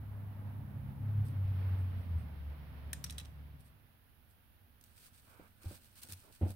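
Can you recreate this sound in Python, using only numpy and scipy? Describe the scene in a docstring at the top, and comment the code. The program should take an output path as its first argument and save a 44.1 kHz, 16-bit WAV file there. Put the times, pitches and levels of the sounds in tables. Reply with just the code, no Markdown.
"""A motor vehicle drones through the wall of a quiet room, drops its revs and fades away.
Close by, glass beads are threaded onto elastic cord over a padded table: they rasp along the cord
and click against the strand, each click a sharp snap with a short glassy ring. Fingernails tick,
fingers brush the mat in grainy swells, and hands bump the table, setting its low modes swinging.
The drone is a firing tone with crank overtones, exhaust rumble and tyre rush; a soft hush stays on."""
import sys
import numpy as np
from scipy import signal
from scipy.fft import rfft, irfft, next_fast_len
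from scipy.io import wavfile

SR = 44100
rng = np.random.default_rng(int(sys.argv[2]) if len(sys.argv) > 2 else 0)


def generate_wav(signal):
    """Clip the signal to [-1, 1] and save it as 16-bit WAV at the path in sys.argv[1]."""
    frames = np.transpose(np.atleast_2d(signal))
    scaled = np.clip(frames, -1, 1) * 32767
    pcm = np.round(scaled).astype(np.int16)
    wavfile.write(sys.argv[1], SR, pcm)


N = 288855
TIME = np.arange(N) / SR

# Levels are faders, ahead of each layer's trim and filters; pan_db is left minus right.
# how alike diffuse sound is on both sides: frequency_hz, correlation
STEREO_LIKENESS = [(60, 0.5), (130, 0.5), (290, 0.78), (640, 0.4), (1400, -0.02), (15000, 0)]
# how diffuse sound leans to one side: frequency_hz, pan_db
STEREO_BALANCE = [(60, -0.7), (250, -3.5), (1000, -3.5), (3000, -4.5), (12000, -1)]

# engine speed: time_s, firing_hz
REVS = [(0, 102), (.35, 100.3), (.6, 101.3), (.82, 100.4), (1.15, 104), (1.45, 95.83), (2.02, 91.4),
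        (2.3, 72.7), (3.4, 72.52), (3.8, 65.4)]
# swell of the firing tone: time_s, level_db
FIRING_LEVEL = [(0, -44.5), (.68, -44), (.72, -64), (.75, -44), (.97, -61.5), (1.02, -38), (1.22, -31),
                (1.255, -42.5), (1.33, -39.5), (1.44, -32.5), (1.53, -35.5), (1.78, -33), (2.01, -38.5),
                (2.05, -49), (2.075, -47), (2.1, -38), (2.16, -33), (2.24, -48), (2.5, -42), (2.6, -50.5),
                (2.87, -47), (2.99, -53.5), (3.16, -46), (3.22, -54.5), (3.47, -49), (3.7, -62.5),
                (4.0, -71)]
# engine load, heard as the weight of the exhaust: time_s, level_db
ENGINE_LOAD = [(0, -51), (.4, -52.5), (.5, -49.5), (1.2, -47.5), (1.6, -50), (2.2, -50), (2.55, -54.5),
               (3.1, -53.5), (3.25, -58.5), (3.55, -57), (3.67, -62), (4.2, -68)]
# engine overtones: crank_multiple, level_db
CRANK_ORDERS = [(2, -5.5), (4.5, -11.5), (5, -18), (6, -7), (7, -8.5), (7.5, -18.5), (8, -21.5)]
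# how the wall colours those overtones: frequency_hz, gain_db
WALL_COLOUR = [(45, -11), (66, 0), (95, 7), (132, 4), (150, 4), (175, 0.5), (205, 0.5), (240, -10.5),
               (290, -20.5)]
# exhaust rumble: frequency_hz, level_db
RUMBLE_SPECTRUM = [(15, -34), (28, -4), (40, -15), (62, 8.5), (100, 15), (140, 7), (185, 1), (260, 3.5),
                   (320, -10.5), (500, -52)]
# swell of the tyres: time_s, level_db
TYRE_LEVEL = [(0, -66.5), (.6, -65.5), (.97, -66.5), (1.1, -64), (1.4, -64), (1.68, -61), (1.9, -64),
              (2.4, -67.5), (2.9, -67), (3.7, -75), (4.2, -71)]
# rush of tyres on the road: frequency_hz, level_db
TYRE_SPECTRUM = [(150, -14.5), (300, -1), (600, -0.5), (900, -3.5), (1400, -6.5), (2200, -8.5), (3500, -15),
                 (5500, -24.5), (7500, -58), (16000, -69.5)]
# tyre treble opening as the vehicle nears: time_s, gain_db
TYRE_TREBLE = [(.7, -10), (1.5, -3), (3.3, -0.5)]
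# hush of the room: frequency_hz, level_db
HUSH_SPECTRUM = [(20, -10), (65, -3), (95, 1), (130, -9.5), (170, -14.5), (240, -10.5), (350, -23),
                 (800, -23.5), (1150, -26.5), (1500, -23.5), (2200, -29), (3000, -28.5), (5000, -37.5),
                 (7500, -47), (16000, -59)]
# faint high hiss: frequency_hz, level_db
HISS_SPECTRUM = [(3000, -52.5), (7500, -30), (9000, -11.5), (11000, -2.5), (14000, -1.5), (16000, -1)]

# beads sliding on the cord: start_s, duration_s, level_db
SLIDES = [(1.242, 0.088, -63), (1.776, 0.06, -71.5), (1.96, 0.17, -80), (2.168, 0.085, -71.5),
          (3.591, 0.05, -67.5), (3.638, 0.083, -71), (4.275, 0.1, -77)]
# thin rasp of cord in a bead's hole: frequency_hz, level_db
CORD_SPECTRUM = [(1000, -21), (4500, 0), (7300, -8), (8400, 7), (10000, 3), (12000, 4), (15500, -10.5)]
# bead against bead: start_s, level_db, ring_hz, ring_db, brightness_hz, pan_db
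CLICKS = [(2.9314, -27, 8550, 11.5, 19000, 1), (2.931, -33, 10150, 12, 15000, -6),
          (2.9327, -33.5, 1830, 16.5, 15000, -5), (3.0400, -45, 9000, 3, 14000, -10),
          (3.0414, -28.5, 5600, 10, 19000, 2.5), (3.0427, -35, 9950, 7, 15000, 1),
          (3.0453, -32, 5440, 12, 13000, -8), (3.0633, -42, 3900, 12, 10000, 2),
          (3.0683, -42, 5700, 8, 10000, -3), (3.0981, -32, 3650, 12, 9000, -4.5),
          (3.107, -32.5, 9950, 8.5, 11500, 0), (3.1247, -39.5, 8800, 3, 11000, 3),
          (3.1819, -31, 3850, 13, 12400, -2.5), (3.1838, -39, 8350, 15, 12000, -4),
          (3.1889, -36.5, 3800, 13, 11000, -3), (3.1984, -38, 3600, 15, 12000, 0),
          (3.2032, -39.5, 2580, 16, 11000, 0), (3.2115, -43, 3500, 8, 10000, -3),
          (3.2503, -47, 4000, 10, 9500, -4), (3.2554, -42.5, 4000, 10.5, 9500, 0),
          (6.0333, -53, 2640, 18, 12000, 4), (6.1238, -43, 2650, 15, 9000, 0)]
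# broad resonances of the strand: pitch_hz, width_hz, level_db
STRAND_MODES = [(1320, 520, -6), (1810, 340, -4), (2490, 544, -4.5), (3300, 720, -6.5), (3900, 200, -3),
                (4630, 250, -9), (5630, 380, -2), (6200, 320, -7), (8370, 300, -0.5), (9050, 370, -5),
                (10070, 430, -1.5), (11100, 400, -9), (12400, 400, -2), (13700, 440, 0), (14400, 490, -3.5)]
# glassy after-ring of the loose beads: pitch_hz, width_hz, level_db
GLASS_MODES = [(1870, 77, -14), (2600, 30, -10), (3370, 30, 1), (3590, 23, -6), (3730, 27, -3),
               (3890, 25, -3), (3950, 13, 6), (5740, 28, 1), (6190, 45, -6), (8280, 50, -2)]
# dry ticks of a fingernail or small metal spacer: start_s, level_db, pan_db
TICKS = [(3.611, -69, -4), (3.679, -61.5, -3), (4.8115, -50, -10), (4.814, -52, -3), (4.8285, -57, -4),
         (4.8397, -43, 0), (4.8455, -54, -2), (5.7548, -45, -2), (5.846, -51, -2.5), (6.0332, -36.5, 4),
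         (6.0873, -40.5, 1), (6.1237, -31.5, 4), (6.132, -41, 1), (6.2026, -49, -2.5), (6.35, -56, -2),
         (6.4828, -52, 1.5), (6.5057, -37.5, 2)]

# fingers resting lightly on the mat: time_s, level_db
RESTING_DRAG = [(4.79, -110), (4.82, -74.5), (5.45, -74.5), (5.56, -83), (5.62, -72), (6.55, -71)]
# fingers brushing mat and cord: start_s, duration_s, level_db
STROKES = [(4.94, 0.16, -62.5), (5.121, 0.095, -69), (5.208, 0.16, -76.5), (5.613, 0.058, -61.5),
           (5.654, 0.14, -59), (5.802, 0.08, -69), (5.949, 0.063, -60.5), (6.012, 0.032, -55.5),
           (6.028, 0.031, -57), (6.054, 0.045, -63), (6.084, 0.063, -51), (6.136, 0.14, -69.5),
           (6.314, 0.065, -68.5), (6.463, 0.067, -61)]
# colour of that brushing: frequency_hz, level_db
BRUSH_SPECTRUM = [(300, -9), (900, -11.5), (1500, -1), (1950, -7), (2600, -2), (3100, -4), (4500, -1.5),
                  (6000, -6), (7400, -7.5), (8400, 2.5), (10000, -3), (12000, -4), (15500, -3.5)]
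# heel of the hand shifting on the table: start_s, duration_s, level_db, brightness_hz
RUBS = [(5.259, 0.235, -66, 2600), (5.598, 0.17, -67, 3000), (6.224, 0.1, -66.5, 710)]
# what the rub stirs in the table top and trays: frequency_hz, level_db
PALM_SPECTRUM = [(150, -5), (450, -1.5), (800, -3.5), (1200, -2), (1520, 1), (1850, -19), (2350, -3.5),
                 (2900, -17), (5000, -25)]
# hands landing on the table: start_s, thud_db, contact_s, knock_db, loss_per_touch_db
BUMPS = [(5.275, -57, 0.0069, -87, 5), (5.394, -70, 0.0015, -49.5, 19), (5.641, -81, 0.0016, -53, 1),
         (5.655, -30, 0.0088, -52, 9), (5.708, -53, 0.002, -48, 14), (6.021, -58, 0.0078, -60, -1),
         (6.087, -53.5, 0.0029, -58.5, 8), (6.117, -48, 0.0054, -61, 4.5),
         (6.4104, -34.5, 0.0025, -36, 4.5), (6.422, -26.5, 0.0046, -38, 14), (6.458, -45, 0.0033, -41, 5),
         (6.498, -43.5, 0.0014, -48.5, 31)]
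# low modes of the table top: pitch_hz, level_db, t60_s
TABLE_MODES = [(68, -40, 0.18), (93.7, 4.5, 0.18), (125.4, 2, 0.075), (191, 0.5, 0.053), (234, -0.5, 0.084)]
# stiffer table modes that a knuckle reaches: pitch_hz, level_db, t60_s
KNUCKLE_MODES = [(294, 6.5, 0.034), (368, 2.5, 0.026), (506, -7.5, 0.11), (583, -8.5, 0.076),
                 (761, -11, 0.08)]
# scuff of skin pressing into the mat: frequency_hz, level_db
SCUFF_SPECTRUM = [(100, -0.5), (220, -0.5), (310, -1), (420, -8.5), (560, -6), (700, -7.5), (830, -8.5),
                  (1100, -21), (3000, -30.5), (7000, -55)]


def from_db(db):
    """Decibels to gain."""
    return 10 ** (np.asarray(db) / 20)


def rms_one(x):
    """Scale to rms 1."""
    return x / np.sqrt(np.mean(x ** 2) + 1e-20)


def in_time(curve):
    """An automation curve at every sample."""
    return np.interp(TIME, *np.transpose(curve))


def at_hz(points, hz):
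    """Read a spectrum on a log-frequency axis."""
    point_hz, value = np.transpose(points)
    return np.interp(np.log(hz + 1e-6), np.log(point_hz), value)


def panned(db):
    """Left and right gains for a level difference."""
    return from_db(np.array([[db], [-db]]) / 2)


def drift(rate_hz):
    """A random wobble of rms about 1, mostly slower than rate_hz."""
    step = 16
    n = next_fast_len(N // step + 1)
    hz = np.fft.rfftfreq(n, step / SR)
    slow = irfft(rfft(rng.standard_normal(n)) / (1 + (hz / rate_hz) ** 2), n)
    return np.interp(np.arange(N) / step, np.arange(n), rms_one(slow))


def diffuse(spectrum, size=N):
    """Stereo noise of rms 1, narrow in the bass and wide in the treble."""
    n = next_fast_len(size)
    hz = np.fft.rfftfreq(n, 1 / SR)
    mid, side = rfft(rng.standard_normal((2, n)))
    alike = at_hz(STEREO_LIKENESS, hz)
    sides = np.array([[1], [-1]])
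    pair = mid + np.sqrt((1 - alike) / (1 + alike)) * side * sides
    colour = from_db(at_hz(spectrum, hz) + sides * at_hz(STEREO_BALANCE, hz) / 2)
    return rms_one(irfft(pair * colour, n)[:, :size])


def resonance(x, hz, width_hz):
    """Two-pole resonance with a peak gain of 1."""
    r = np.exp(-np.pi * width_hz / SR)
    poles = [1, -2 * r * np.cos(2 * np.pi * hz / SR), r * r]
    return signal.lfilter(np.array([1, 0, -1]) * (1 - r * r) / 2, poles, x)


def low_pass(x, hz):
    """Gentle treble cut."""
    return signal.sosfilt(signal.butter(2, hz, fs=SR, output="sos"), x)


def high_pass(x, hz):
    """Gentle bass cut."""
    return signal.sosfilt(signal.butter(1, hz, "high", fs=SR, output="sos"), x)


def decay(t, t60_s):
    """Envelope that falls 60 dB in t60_s."""
    return np.exp(-np.log(1000) * t / t60_s)


def add(out, start_s, sound):
    """Mix a sound in at start_s."""
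    i = int(round(start_s * SR))
    out[:, i:i + sound.shape[-1]] += sound[..., :max(N - i, 0)]


def engine(shake=0.16, stumble=0.21, boom_hz=130.6, boom_width_hz=12, full_load_db=-49.5):
    """A firing tone, three pulses a turn, with overtones from uneven cylinders and exhaust rumble."""
    crank_hz = in_time(REVS) / 3
    crank_phase = 2 * np.pi * np.cumsum(crank_hz) / SR
    load_db = in_time(ENGINE_LOAD)
    # rougher at low revs
    uneven = shake + stumble * (1 - crank_hz / crank_hz.max())
    firing_gain = from_db(in_time(FIRING_LEVEL)) * (1 + uneven * drift(24))
    # the room booms when the fourth crank order meets its resonance, more so under load
    detuning = 2 * (4 * crank_hz - boom_hz) / boom_width_hz
    boom_gain = from_db(-51.5 + 5.5 * (load_db - full_load_db)) / np.hypot(1, detuning)
    boom = boom_gain * (1 + shake * drift(14)) * np.sin(4 * crank_phase)
    firing = firing_gain * np.sin(3 * crank_phase + uneven * drift(20))
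    overtones = 0
    for order, db in CRANK_ORDERS:
        # each wavers in strength and phase on its way in from the street
        strength = from_db(db + at_hz(WALL_COLOUR, order * crank_hz)) * (1 + 0.38 * drift(7.6))
        phase = order * crank_phase + 0.5 * drift(4.4) + rng.uniform(0, 2 * np.pi)
        overtones += strength * np.sin(phase)
    exhaust = from_db(-2.5) * np.sqrt(2) * overtones + from_db(-0.5) * diffuse(RUMBLE_SPECTRUM)
    return panned(-0.088) * (np.sqrt(2) * (firing + boom) + from_db(load_db) * exhaust)


def tyres(trim_db=4.5, treble_hz=1800, waver_db=1.17, tread_hz=878):
    """A broad road rush that brightens as it nears; the tread whines while it is still far."""
    rush = diffuse(TYRE_SPECTRUM)
    near = from_db(in_time(TYRE_TREBLE))
    dull = signal.sosfiltfilt(signal.butter(2, treble_hz, fs=SR, output="sos"), rush)
    whine = from_db(-3.5 + 5 * drift(3.8)) * resonance(rush, tread_hz, width_hz=100)
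    body = dull * from_db(waver_db * drift(8.7))
    treble = near * (rush - dull) * from_db(waver_db * drift(7))
    return from_db(in_time(TYRE_LEVEL) + trim_db) * (body + treble + (1 - near) * whine)


def room_tone(hush_db=-66, hiss_floor_db=-71.5):
    """A steady low hush, and a faint hiss that lifts a little while the vehicle is there."""
    hush = from_db(hush_db) * panned(-3) * diffuse(HUSH_SPECTRUM)
    hiss_gain = np.hypot(from_db(hiss_floor_db), from_db(in_time(TYRE_LEVEL) - 6))
    return hush + hiss_gain * panned(-0.63) * diffuse(HISS_SPECTRUM)


def bead_slides(peak_share=0.3, grain_db=2.5):
    """Cord rasps through a bead's hole as the bead eases into motion and slows to a stop."""
    slip = np.zeros((1, N))
    for start_s, duration_s, db in SLIDES:
        age = np.linspace(0, 1, int(duration_s * SR)) / peak_share
        add(slip, start_s, from_db(db) * (age * np.exp(1 - age)) ** 2)
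    rasp = rms_one(diffuse(CORD_SPECTRUM) * from_db(grain_db * drift(200)))
    return panned(-3) * slip * rasp


def snap(t, scatter_db, t60_s):
    """A sharp contact with a dense, dying scatter from whatever lies next to it."""
    out = from_db(scatter_db) * rng.standard_normal((2, len(t))) * decay(t, t60_s)
    out[:, 0] += 1
    return out


def bead_clicks(trim_db=3.5, ring_q=3.9):
    """Glass snaps on glass and rings briefly in the strand; mostly the snap carries into the room."""
    snaps, rings = np.full((2, 2, N), 1e-18)
    t = np.arange(SR // 16) / SR
    for start_s, db, ring_hz, ring_db, brightness_hz, pan_db in CLICKS:
        contact = low_pass(snap(t, scatter_db=-11.5, t60_s=0.023), brightness_hz)
        hit = from_db(db + trim_db) * panned(pan_db) * contact
        add(snaps, start_s, hit)
        # each pair of beads favours a pitch of its own
        add(rings, start_s, hit + (from_db(ring_db) - 1) * resonance(hit, ring_hz, ring_hz / ring_q))
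    # small beads radiate mostly treble
    crack = high_pass(snaps, 2500)
    strand = sum(from_db(db) * resonance(rings, hz, width) for hz, width, db in STRAND_MODES)
    glass = sum(from_db(db) * resonance(rings, hz, width) for hz, width, db in GLASS_MODES)
    direct = high_pass(from_db(-4) * crack + strand + from_db(-4.5) * glass, 1100)
    return direct + room(crack + from_db(-6) * strand, wet_db=-14.5, brightness_hz=10000)


def room(x, wet_db, t60_s=0.31, brightness_hz=13000):
    """Dense reflections that build up in a few milliseconds and die quickly."""
    t = np.arange(SR // 2) / SR
    tail = low_pass(rng.standard_normal((2, len(t))), brightness_hz)
    tail *= decay(t, t60_s) * (1 - decay(t, 0.0095))
    tail /= np.sqrt(np.sum(tail ** 2) / 2)
    return from_db(wet_db) * signal.fftconvolve(x, tail, axes=1)[:, :N]


def nail_ticks(trim_db=5.5, thin_hz=6000):
    """Tiny hard contacts, damped by the fingers: all treble and no ring."""
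    out = np.full((2, N), 1e-18)
    t = np.arange(SR // 32) / SR
    for start_s, db, pan_db in TICKS:
        add(out, start_s, from_db(db + trim_db) * panned(pan_db) * snap(t, scatter_db=-9, t60_s=0.0082))
    out = high_pass(out, thin_hz)
    return out + room(out, wet_db=-11)


def finger_brush(trim_db=2, rise_db=5.5, grain_db=1.35, catch_db=1.53):
    """Skin and beads drag over mat and cord, catching on the fibres in tiny grains."""
    drag = from_db(in_time(RESTING_DRAG))[None]
    for start_s, duration_s, db in STROKES:
        swell = signal.windows.tukey(int(duration_s * SR), 0.5)
        # a stroke presses harder as it goes
        pressure = from_db(db + rise_db * np.linspace(-1, 0, len(swell)))
        add(drag, start_s, swell * pressure)
    friction = rms_one(diffuse(BRUSH_SPECTRUM) * from_db(grain_db * drift(500) + catch_db * drift(70)))
    return panned(0.44) * (from_db(trim_db) * drag * friction + fibre_snags(drag))


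def fibre_snags(drag, trim_db=7, spread_db=4.5, thin_hz=6000, ring_hz=8400):
    """Fibres snag and let go in uneven ticks, more often the harder the fingers drag."""
    snags_per_s = 64 * np.sqrt(drag / from_db(-56))
    snagged = rng.random(N) < snags_per_s / SR
    sizes = from_db(spread_db * np.minimum(rng.exponential(1, N), 3)) * rng.choice([-1, 1], N)
    tick = snap(np.arange(SR // 100) / SR, scatter_db=-13, t60_s=0.0045)
    crackle = high_pass(signal.fftconvolve(snagged * sizes * drag, tick, axes=1)[:, :N], thin_hz)
    return from_db(trim_db) * (crackle + from_db(2) * resonance(crackle, ring_hz, width_hz=600))


def palm_rubs():
    """The heel of the hand shifts on the table in short, dull swells of friction."""
    out = np.zeros((2, N))
    for start_s, duration_s, db, brightness_hz in RUBS:
        swell = signal.windows.tukey(int(duration_s * SR), 0.24)
        rub = low_pass(diffuse(PALM_SPECTRUM, size=len(swell)), brightness_hz)
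        add(out, start_s, from_db(db) * swell * rms_one(rub))
    return panned(-0.46) * out


def ringing(modes, t):
    """Damped sines set off together; neighbouring modes swing in opposite directions."""
    return sum((-1) ** k * from_db(db) * np.sin(2 * np.pi * hz * t) * decay(t, t60_s)
               for k, (hz, db, t60_s) in enumerate(modes))


def pushed(ring, t, contact_s):
    """Drive a ring with a half-sine push of unit area: the longer the contact, the duller the hit."""
    push = np.sin(np.pi * np.minimum(t / contact_s, 1))
    return signal.fftconvolve(push / push.sum(), ring)[:len(t)]


def table_bumps(knuckle_share=0.34, touches=3, gap_s=0.013, jitter_s=0.001):
    """A knuckle knocks, then the hand settles in quick touches that swing the top and scuff the mat."""
    out = np.zeros((2, N))
    t = np.arange(SR // 3) / SR
    swing = ringing(TABLE_MODES, t)
    knock = from_db(-1) * ringing(KNUCKLE_MODES, t) * (1 - decay(t, 0.0075))
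    scuff_shape = from_db(-6) * decay(t, 0.2) * (1 - decay(t, 0.018))
    for start_s, thud_db, contact_s, knock_db, loss_db in BUMPS:
        add(out, start_s, from_db(knock_db) * pushed(knock, t, knuckle_share * contact_s))
        thud = from_db(thud_db) * pushed(swing, t, contact_s)
        for touch in range(touches):
            scuff = from_db(knock_db) * scuff_shape * diffuse(SCUFF_SPECTRUM, size=len(t))
            add(out, start_s, from_db(-touch * loss_db) * (thud + scuff))
            start_s += gap_s + jitter_s * rng.uniform(-1.1, 1)
    out *= panned(-0.64)
    return out + room(out, wet_db=-20.5)


def scene():
    """The fading vehicle and the room tone lie behind the close sounds of beads and hands."""
    fade_out = np.interp(TIME, [3.53, 4.05], [1, 0])
    background = fade_out * (engine() + tyres()) + room_tone()
    beads = bead_slides() + bead_clicks()
    hands = nail_ticks() + finger_brush() + palm_rubs() + table_bumps()
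    return background + beads + hands


def record(dry):
    """A steep cut takes off the very top."""
    return signal.sosfilt(signal.ellip(10, .2, 70, 15750, fs=SR, output="sos"), dry)


dry = scene()
out = record(dry)
generate_wav(out)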